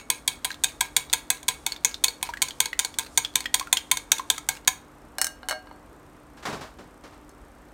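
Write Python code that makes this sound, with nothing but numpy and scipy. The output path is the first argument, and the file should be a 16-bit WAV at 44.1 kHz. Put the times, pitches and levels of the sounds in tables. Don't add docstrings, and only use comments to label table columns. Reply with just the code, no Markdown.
import sys
import numpy as np
from scipy import signal
from scipy.fft import rfft, irfft
from scipy.io import wavfile
from scipy.ndimage import uniform_filter1d

SR = 44100
rng = np.random.default_rng(int(sys.argv[2]) if len(sys.argv) > 2 else 0)


def file_out(sig):
    cols = np.atleast_2d(sig).T
    lim = np.clip(cols, -1, 1)
    pcm = np.round(lim * 32767).astype(np.int16)
    wavfile.write(sys.argv[1], SR, pcm)


N = 340893
SIZE = 16384
T = np.arange(SIZE) / SR
HZ = np.maximum(np.arange(SIZE // 2 + 1) * SR / SIZE, 1)

# f/Hz, relative level/dB
ROOM_SPECTRUM = [(20, -25.5), (40, 4), (70, 2), (115, -9.5), (290, -5), (640, -8.5), (1200, -10),
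                 (2000, -19.5), (3000, -26.5), (5000, -32.5), (8800, -31.5), (10500, -37.5), (12000, -34.5),
                 (16000, -43.5)]
# f/Hz, rms level/dB
HUM_TONES = [(42, -69.5), (141, -65), (249, -64.5), (297, -60)]
# t/s, relative level/dB
STIRRING = [(0, -3), (2.4, 0), (4.5, 0), (4.95, -40)]
# t/s, relative level/dB,
# second stick's lag/s, second against first/dB, hollow knock near 900 Hz/dB, edge near 6.5 kHz/dB
BEATING_STROKES = [(-.065, -13.5, .002, 0, -6.5, 3.5), (0.101, -14, .0019, 0, -5.5, -2),
                   (.277, -14, 0.0024, 1, -4.5, -4), (.446, -16.5, .0042, 1, 0.5, -7.5),
                   (0.6374, -14, 0.0052, 1, -3.5, 0.5), (.8073, -15, 0.0025, 5, -0.5, -1.5),
                   (0.9651, -12, 0.0025, -2.5, -1, -1.5), (1.1293, -12, .0052, 3, 0, -0.5),
                   (1.3026, -12, 0.0019, -9, 2, -4.5), (1.482, -13.5, 0.0041, 2.5, -3.5, -1),
                   (1.664, -18, .001, 2, 0.5, 1), (1.8476, -15.5, 0.0047, -5.5, 2, 6.5),
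                   (2.0391, -12, 0.0034, 3, -6, -1.5), (2.228, -19, 0.00091, -7.5, 2.5, -5.5),
                   (2.419, -13, 0.0047, -1.5, -3.5, -2.5), (2.603, -12.5, .0018, -4, -1, 0.5),
                   (2.7913, -16, .0049, -2.5, 1, 4), (2.9865, -18, 0.0076, -6, 2.5, -2),
                   (3.175, -12, .0038, -3.5, 0.5, 2.5), (3.3551, -13.5, 0.0016, 9.5, -2.5, -0.5),
                   (3.542, -12, .0021, 0.5, -2, -0.5), (3.7269, -11.5, 0.0015, 10, -2, -2),
                   (3.9139, -10.5, 0.003, -2.5, -2.5, -4), (4.1177, -12, 0.0016, -5, 3, 4),
                   (4.3006, -13.5, 0.0011, 0.5, 3, -1), (4.4882, -15, .001, 3.5, 0, -0.5),
                   (4.6749, -9.5, 0.003, 5, 1, 1.5)]
# f/Hz, width/Hz, relative level/dB
CLACK_RESONANCES = [(382, 37, -10.5), (467, 18, 0.5), (776, 19, 0), (919.3, 33, 1), (1001, 34.5, 4),
                    (1594, 36, -15.5), (1633, 90, -1), (2245, 374, -1.5), (2507, 43, -5), (3213, 470, -14),
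                    (3573, 444, 2), (4370, 470, -6.5), (5850, 270, -3.5), (6650, 520, 3), (8080, 450, -2),
                    (9025, 182, -2), (11020, 1000, -9), (12540, 2200, -17), (15000, 240, -4.5)]
# f/Hz, relative level/dB, t60/s
BOWL_MODES = [(901, -5, .18), (1005, -5, .21), (1637, -10, .25), (2164, -10, .16), (2227, -3, .2),
              (2363, -12, .2), (2520, -10, .16), (3100, -11, .15), (3520, -11, .14), (3833, -13, .2),
              (4000, -13, .2), (4330, -12, .21), (6358, -12, .18), (6611, -12, .22), (6760, -11, .22),
              (8230, -14, .22), (9200, -12, .22), (9362, -13, .2)]
# f/Hz, relative level/dB
SMACK_SPECTRUM = [(400, -28.5), (1200, 3.5), (3500, -1.5), (4400, 4.5), (5100, -6), (7000, -1.5),
                  (10000, -10.5), (16000, -11.5)]
# t/s, relative level/dB, f/Hz
AIR_POCKETS = [(0.5048, -23, 1604), (.5154, -25, 4080), (0.543, -32.5, 3500), (1.0983, -30, 3950),
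               (1.7626, -30, 3560), (1.943, -21.5, 3570), (2.2897, -23, 945), (2.3366, -22, 1630),
               (2.3718, -28.5, 1910), (2.5072, -23.5, 3150), (2.73, -19.5, 1940), (2.941, -31.5, 3370),
               (3.2482, -14, 3336), (3.4565, -15, 1870), (3.4584, -20, 3190), (3.6105, -21, 1070),
               (3.6714, -32, 1370), (3.77, -12, 3180), (4.1953, -20, 1045), (4.3785, -28, 1300)]
# t/s, relative level/dB, stick's ring peak/dB
RETURN_GRAZES = [(1.4295, -38, -47), (1.7211, -30, -17), (2.0824, -25.5, -11.5), (2.4847, -32, -28.5),
                 (2.657, -23.5, -21.5), (2.848, -23.5, -20), (3.4053, -29.5, -25), (3.5964, -24, -21),
                 (3.7711, -23, -29), (3.9712, -22.5, -27), (4.1824, -28, -43), (4.38, -28, -30)]
# t/s, relative level/dB, hardness/dB
RIM_LANDINGS = [(5.184, -32, -2), (5.215, -25, 4), (5.2442, -31.5, 5.5), (5.268, -34.5, 1),
                (5.431, -51, -19.5), (5.4868, -29.5, -1.5), (5.4955, -33, -3), (5.51, -29.5, -6.5),
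                (5.517, -38.5, -12.5), (5.527, -37.5, -15.5), (5.671, -54.5, -19), (5.7127, -56, -23),
                (7.293, -63, 6)]
# f/Hz, width/Hz, relative level/dB
RIM_RESONANCES = [(628, 12, 11), (765, 13, 6), (947, 290, 0.5), (1600, 460, 1), (2150, 51, 4.5),
                  (2950, 104, 3.5), (4180, 620, -0.5), (5380, 150, 4), (6400, 720, 0), (8230, 1940, 0),
                  (9200, 850, -12), (12800, 3500, -8.5)]
# f/Hz, relative level/dB, t60/s
STICK_MODES = [(745, -8, .35), (1604, 0, .28), (2869, -6, .24), (4377, -3, .21), (5400, -10, .18),
               (6132, -8, .15), (8059, -5, .17), (9432, -10, .13)]
# t/s, relative level/dB, bass/dB
FAR_BUMPS = [(6.371, -46, -6), (6.425, -39, -10), (6.452, -26, -6), (6.484, -33.5, 8.5), (6.525, -32, 5),
             (6.609, -34, -2), (6.785, -44, 7.5), (7.036, -42.5, 2), (7.123, -49.5, -15)]
# f/Hz, relative level/dB
BUMP_SPECTRUM = [(40, -30), (70, -10), (150, -7.5), (370, -5), (460, -6), (600, -5), (950, -5), (1500, -9),
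                 (2500, -16), (4000, -18), (6000, -21.5), (7500, -24.5), (10000, -31), (16000, -39)]


def undb(db):
    return 10 ** (np.asarray(db) / 20)


def unit_rms(x):
    return x / np.sqrt(np.mean(x ** 2))


def fade(t60):
    return np.exp(-np.log(1000) * T / t60)


def add(out, s, x):
    i = int(s * SR)
    x, i = x[max(-i, 0):], max(i, 0)
    out[i:i + len(x)] += x[:max(len(out) - i, 0)]


def curve(points, hz):
    f, db = np.transpose(points)
    return undb(np.interp(np.log(hz), np.log(f), db))


def noise(spectrum, size):
    hz = np.maximum(np.arange(size // 2 + 1) * SR / size, 1)
    return unit_rms(irfft(rfft(rng.standard_normal(size)) * curve(spectrum, hz), size))


def drift(rate_hz):
    knots = rng.standard_normal(int(N / SR * rate_hz) + 2)
    return np.interp(np.arange(N) / SR * rate_hz, np.arange(len(knots)), knots)


def room_tone(air_db, tick_db, tick_hz):
    t = np.arange(N) / SR
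    air = undb(air_db + .5 * drift(12)) * noise(ROOM_SPECTRUM, N)
    hum = sum(undb(db + 2 * drift(4)) * np.sqrt(2) * np.sin(2 * np.pi * hz * t + drift(5))
              for hz, db in HUM_TONES)
    pulses = np.exp(-((t * tick_hz - .11) % 1 - .5) ** 2 / .004)
    hiss = noise([(4000, -22.5), (5500, -7.5), (6500, -17.5), (7800, -8), (9200, -3.5),
                  (10400, -26.5), (11800, -12), (14000, -14.5)], N)
    return air + hum + undb(tick_db) * pulses * hiss


def slosh(wash_db):
    wash = noise([(200, -29.5), (700, -1), (1600, -16), (4000, -.5), (9000, 2.5), (16000, -19.5)], N)
    stir_db = np.interp(np.arange(N) / SR, *np.transpose(STIRRING))
    return undb(wash_db + stir_db + 4.3 * drift(25)) * wash


def chatter(contact_s, scatter_db=-4, scatter_t60=.027):
    envelope = np.exp(-(T / contact_s) ** 4) + undb(scatter_db) * fade(scatter_t60)
    push = rfft(rng.standard_normal(SIZE) * envelope)
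    return push / np.sqrt(uniform_filter1d(abs(push) ** 2, size=300))


def strikes(contacts, resonances, modes, gain_db, ring_db, contact_s, bass_db, air_db,
            body_wander=.014, ring_wander=0, ring_db_per_s=0):
    out = np.zeros(N)
    centre, width, resonance_db = np.transpose(resonances)[:, :, None]
    mode_hz, mode_db, mode_t60 = np.transpose(modes)[:, :, None]
    decays = undb(mode_db) * fade(mode_t60)
    radiation = curve([(620, bass_db), (750, 0), (9400, 0), (13000, air_db)], HZ)
    for s, db, body_db, edge_db, top_db in contacts:
        knock_hz = centre * (1 + body_wander * rng.standard_normal(centre.shape))
        gain = undb(resonance_db + 1.8 * rng.standard_normal(centre.shape))
        knock = np.sum(gain / (1 + 1j * (HZ / knock_hz - knock_hz / HZ) * knock_hz / width), axis=0)
        spot, detune, phase = rng.standard_normal((3, len(modes), 1))
        ring_hz = mode_hz * (1 + ring_wander * detune)
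        swing = np.sin(2 * np.pi * (ring_hz * T + phase))
        ring = np.sum(undb(3 * spot) * decays * swing, axis=0)
        response = chatter(contact_s) * knock + undb(ring_db + ring_db_per_s * s) * rfft(ring)
        colour = curve([(1100, body_db), (2600, 0), (4700, 0),
                        (5800, edge_db), (7100, edge_db), (8200, top_db)], HZ)
        hit = irfft(response * colour * radiation)
        add(out, s, undb(db + gain_db) * hit[:SIZE * 3 // 4])
    return out


def clacks():
    contacts = []
    for s, db, lag_s, second_db, knock_db, edge_db in BEATING_STROKES:
        first_db = db - 10 * np.log10(1 + undb(second_db) ** 2)
        contacts.append((s, first_db, knock_db - 5.5, edge_db, 2))
        contacts.append((s + lag_s, first_db + second_db, knock_db + 1.7, edge_db, .81))
    return strikes(contacts, CLACK_RESONANCES, BOWL_MODES, gain_db=30, ring_db=-46, contact_s=.0024,
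                   bass_db=-7.5, air_db=-5.5, ring_wander=.007, ring_db_per_s=-1.7)


def worktop_thumps(gain_db, hz, t60):
    out = np.zeros(N)
    for s, db, *_ in BEATING_STROKES:
        add(out, s, undb(db + gain_db) * np.sin(2 * np.pi * hz * T) * fade(t60))
    return out


def smack(t60):
    return noise(SMACK_SPECTRUM, size=1024) * fade(t60)[:1024]


def bubble(hz, glide, cycles=46):
    t60 = cycles / hz
    t = T[:int(t60 * SR) + 1]
    swell = 1 - np.exp(-(t * hz / 2) ** 2)
    return np.sin(2 * np.pi * hz * t * (1 + glide * t / t60)) * swell * fade(t60)[:len(t)]


def splatter(drop_db, fizz_db, spread_s, drops_per_stroke):
    out = np.zeros(N)
    for s, *_ in BEATING_STROKES:
        stir_db = np.interp(s, *np.transpose(STIRRING))
        for when, pitch, size in rng.random((drops_per_stroke, 3)):
            landing_s = s + .021 + spread_s * when ** 2
            gain = undb(stir_db + 14 * size ** 2)
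            add(out, landing_s, gain * undb(drop_db) * smack(t60=.013))
            add(out, landing_s, gain * undb(fizz_db) * bubble(hz=2000 * 3 ** pitch, glide=.1))
    return out


def dips(dip_db, spread_db, lead_s):
    out = np.zeros(N)
    for s, *_ in BEATING_STROKES:
        early, size = rng.uniform(-1.2, 1, 2)
        add(out, s - lead_s * (1 + early / 2), undb(dip_db + spread_db * size) * smack(t60=.006))
    return out


def plops(ring_db, squelch_db, smack_db):
    out = np.zeros(N)
    for s, db, hz in AIR_POCKETS:
        squelch = noise([(hz / 2, -25), (hz, 0), (hz * 2, -12), (hz * 4, -35)], size=2048)
        add(out, s, undb(db + ring_db) * bubble(hz, glide=.04))
        add(out, s, undb(db + squelch_db) * squelch * fade(t60=.025)[:2048])
        add(out, s, undb(.45 * db + smack_db) * smack(t60=.028))
    return out


def grazes(stick_hz, stick_t60):
    contacts = [(s, db, 0, 0, -1) for s, db, _ in RETURN_GRAZES]
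    out = strikes(contacts, CLACK_RESONANCES, BOWL_MODES, gain_db=30, ring_db=-50, contact_s=.0041,
                  bass_db=-2, air_db=-8, ring_wander=.007)
    for s, _, stick_db in RETURN_GRAZES:
        add(out, s, undb(stick_db) * np.sin(2 * np.pi * stick_hz * T) * fade(stick_t60))
    return out


def rim_taps():
    contacts = [(s, db, -.8 * hard_db, hard_db, .77 * hard_db - 1.5) for s, db, hard_db in RIM_LANDINGS]
    return strikes(contacts, RIM_RESONANCES, STICK_MODES, gain_db=35.5, ring_db=-42.5, contact_s=.0015,
                   bass_db=-6, air_db=-4.5)


def distant_bumps(rise_s, t60):
    out = np.zeros(N)
    envelope = fade(t60) * (1 - np.exp(-T / rise_s))
    for s, db, bass_db in FAR_BUMPS:
        shelf = curve([(250, bass_db), (900, 0)], HZ)
        thud = irfft(rfft(noise(BUMP_SPECTRUM, SIZE)) * shelf)
        add(out, s, undb(db) * thud * envelope)
    return out


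def kitchen(x, tail_db, low_t60, high_t60, delay_s, early_db, early_t60):
    low = signal.sosfilt(signal.butter(2, 3500, fs=SR, output="sos"), rng.standard_normal(SIZE))
    high = signal.sosfilt(signal.butter(2, 3500, "high", fs=SR, output="sos"), rng.standard_normal(SIZE))
    tail = unit_rms(low * fade(low_t60) + high * fade(high_t60))
    early = unit_rms(rng.standard_normal(SIZE) * fade(early_t60))
    echo = np.zeros(SIZE)
    add(echo, delay_s, (undb(tail_db) * tail + undb(early_db) * early) / np.sqrt(SIZE))
    return x + signal.fftconvolve(x, echo)[:N]


def scene():
    sticks = clacks() + worktop_thumps(gain_db=-34.5, hz=140, t60=.17)
    sticks += grazes(stick_hz=4390, stick_t60=.016) + rim_taps()
    egg = plops(ring_db=3, squelch_db=-9, smack_db=-25)
    egg += dips(dip_db=-47, spread_db=8, lead_s=.018)
    egg += splatter(drop_db=-49.5, fizz_db=-48, spread_s=.067, drops_per_stroke=24)
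    egg += slosh(wash_db=-64)
    near = kitchen(sticks + egg, tail_db=-16, low_t60=.33, high_t60=.24,
                   delay_s=.0055, early_db=-12.5, early_t60=.045)
    far = distant_bumps(rise_s=.0017, t60=.31) + room_tone(air_db=-50.5, tick_db=-60, tick_hz=29.61)
    return (near + far)[None]


def record(dry):
    clipped = np.clip(dry, -1, 1)
    softened = signal.sosfilt(signal.butter(6, 15400, fs=SR, output="sos"), clipped)
    return signal.sosfilt(signal.ellip(8, .2, 70, 16500, fs=SR, output="sos"), softened)


dry = scene()
out = record(dry)
file_out(out)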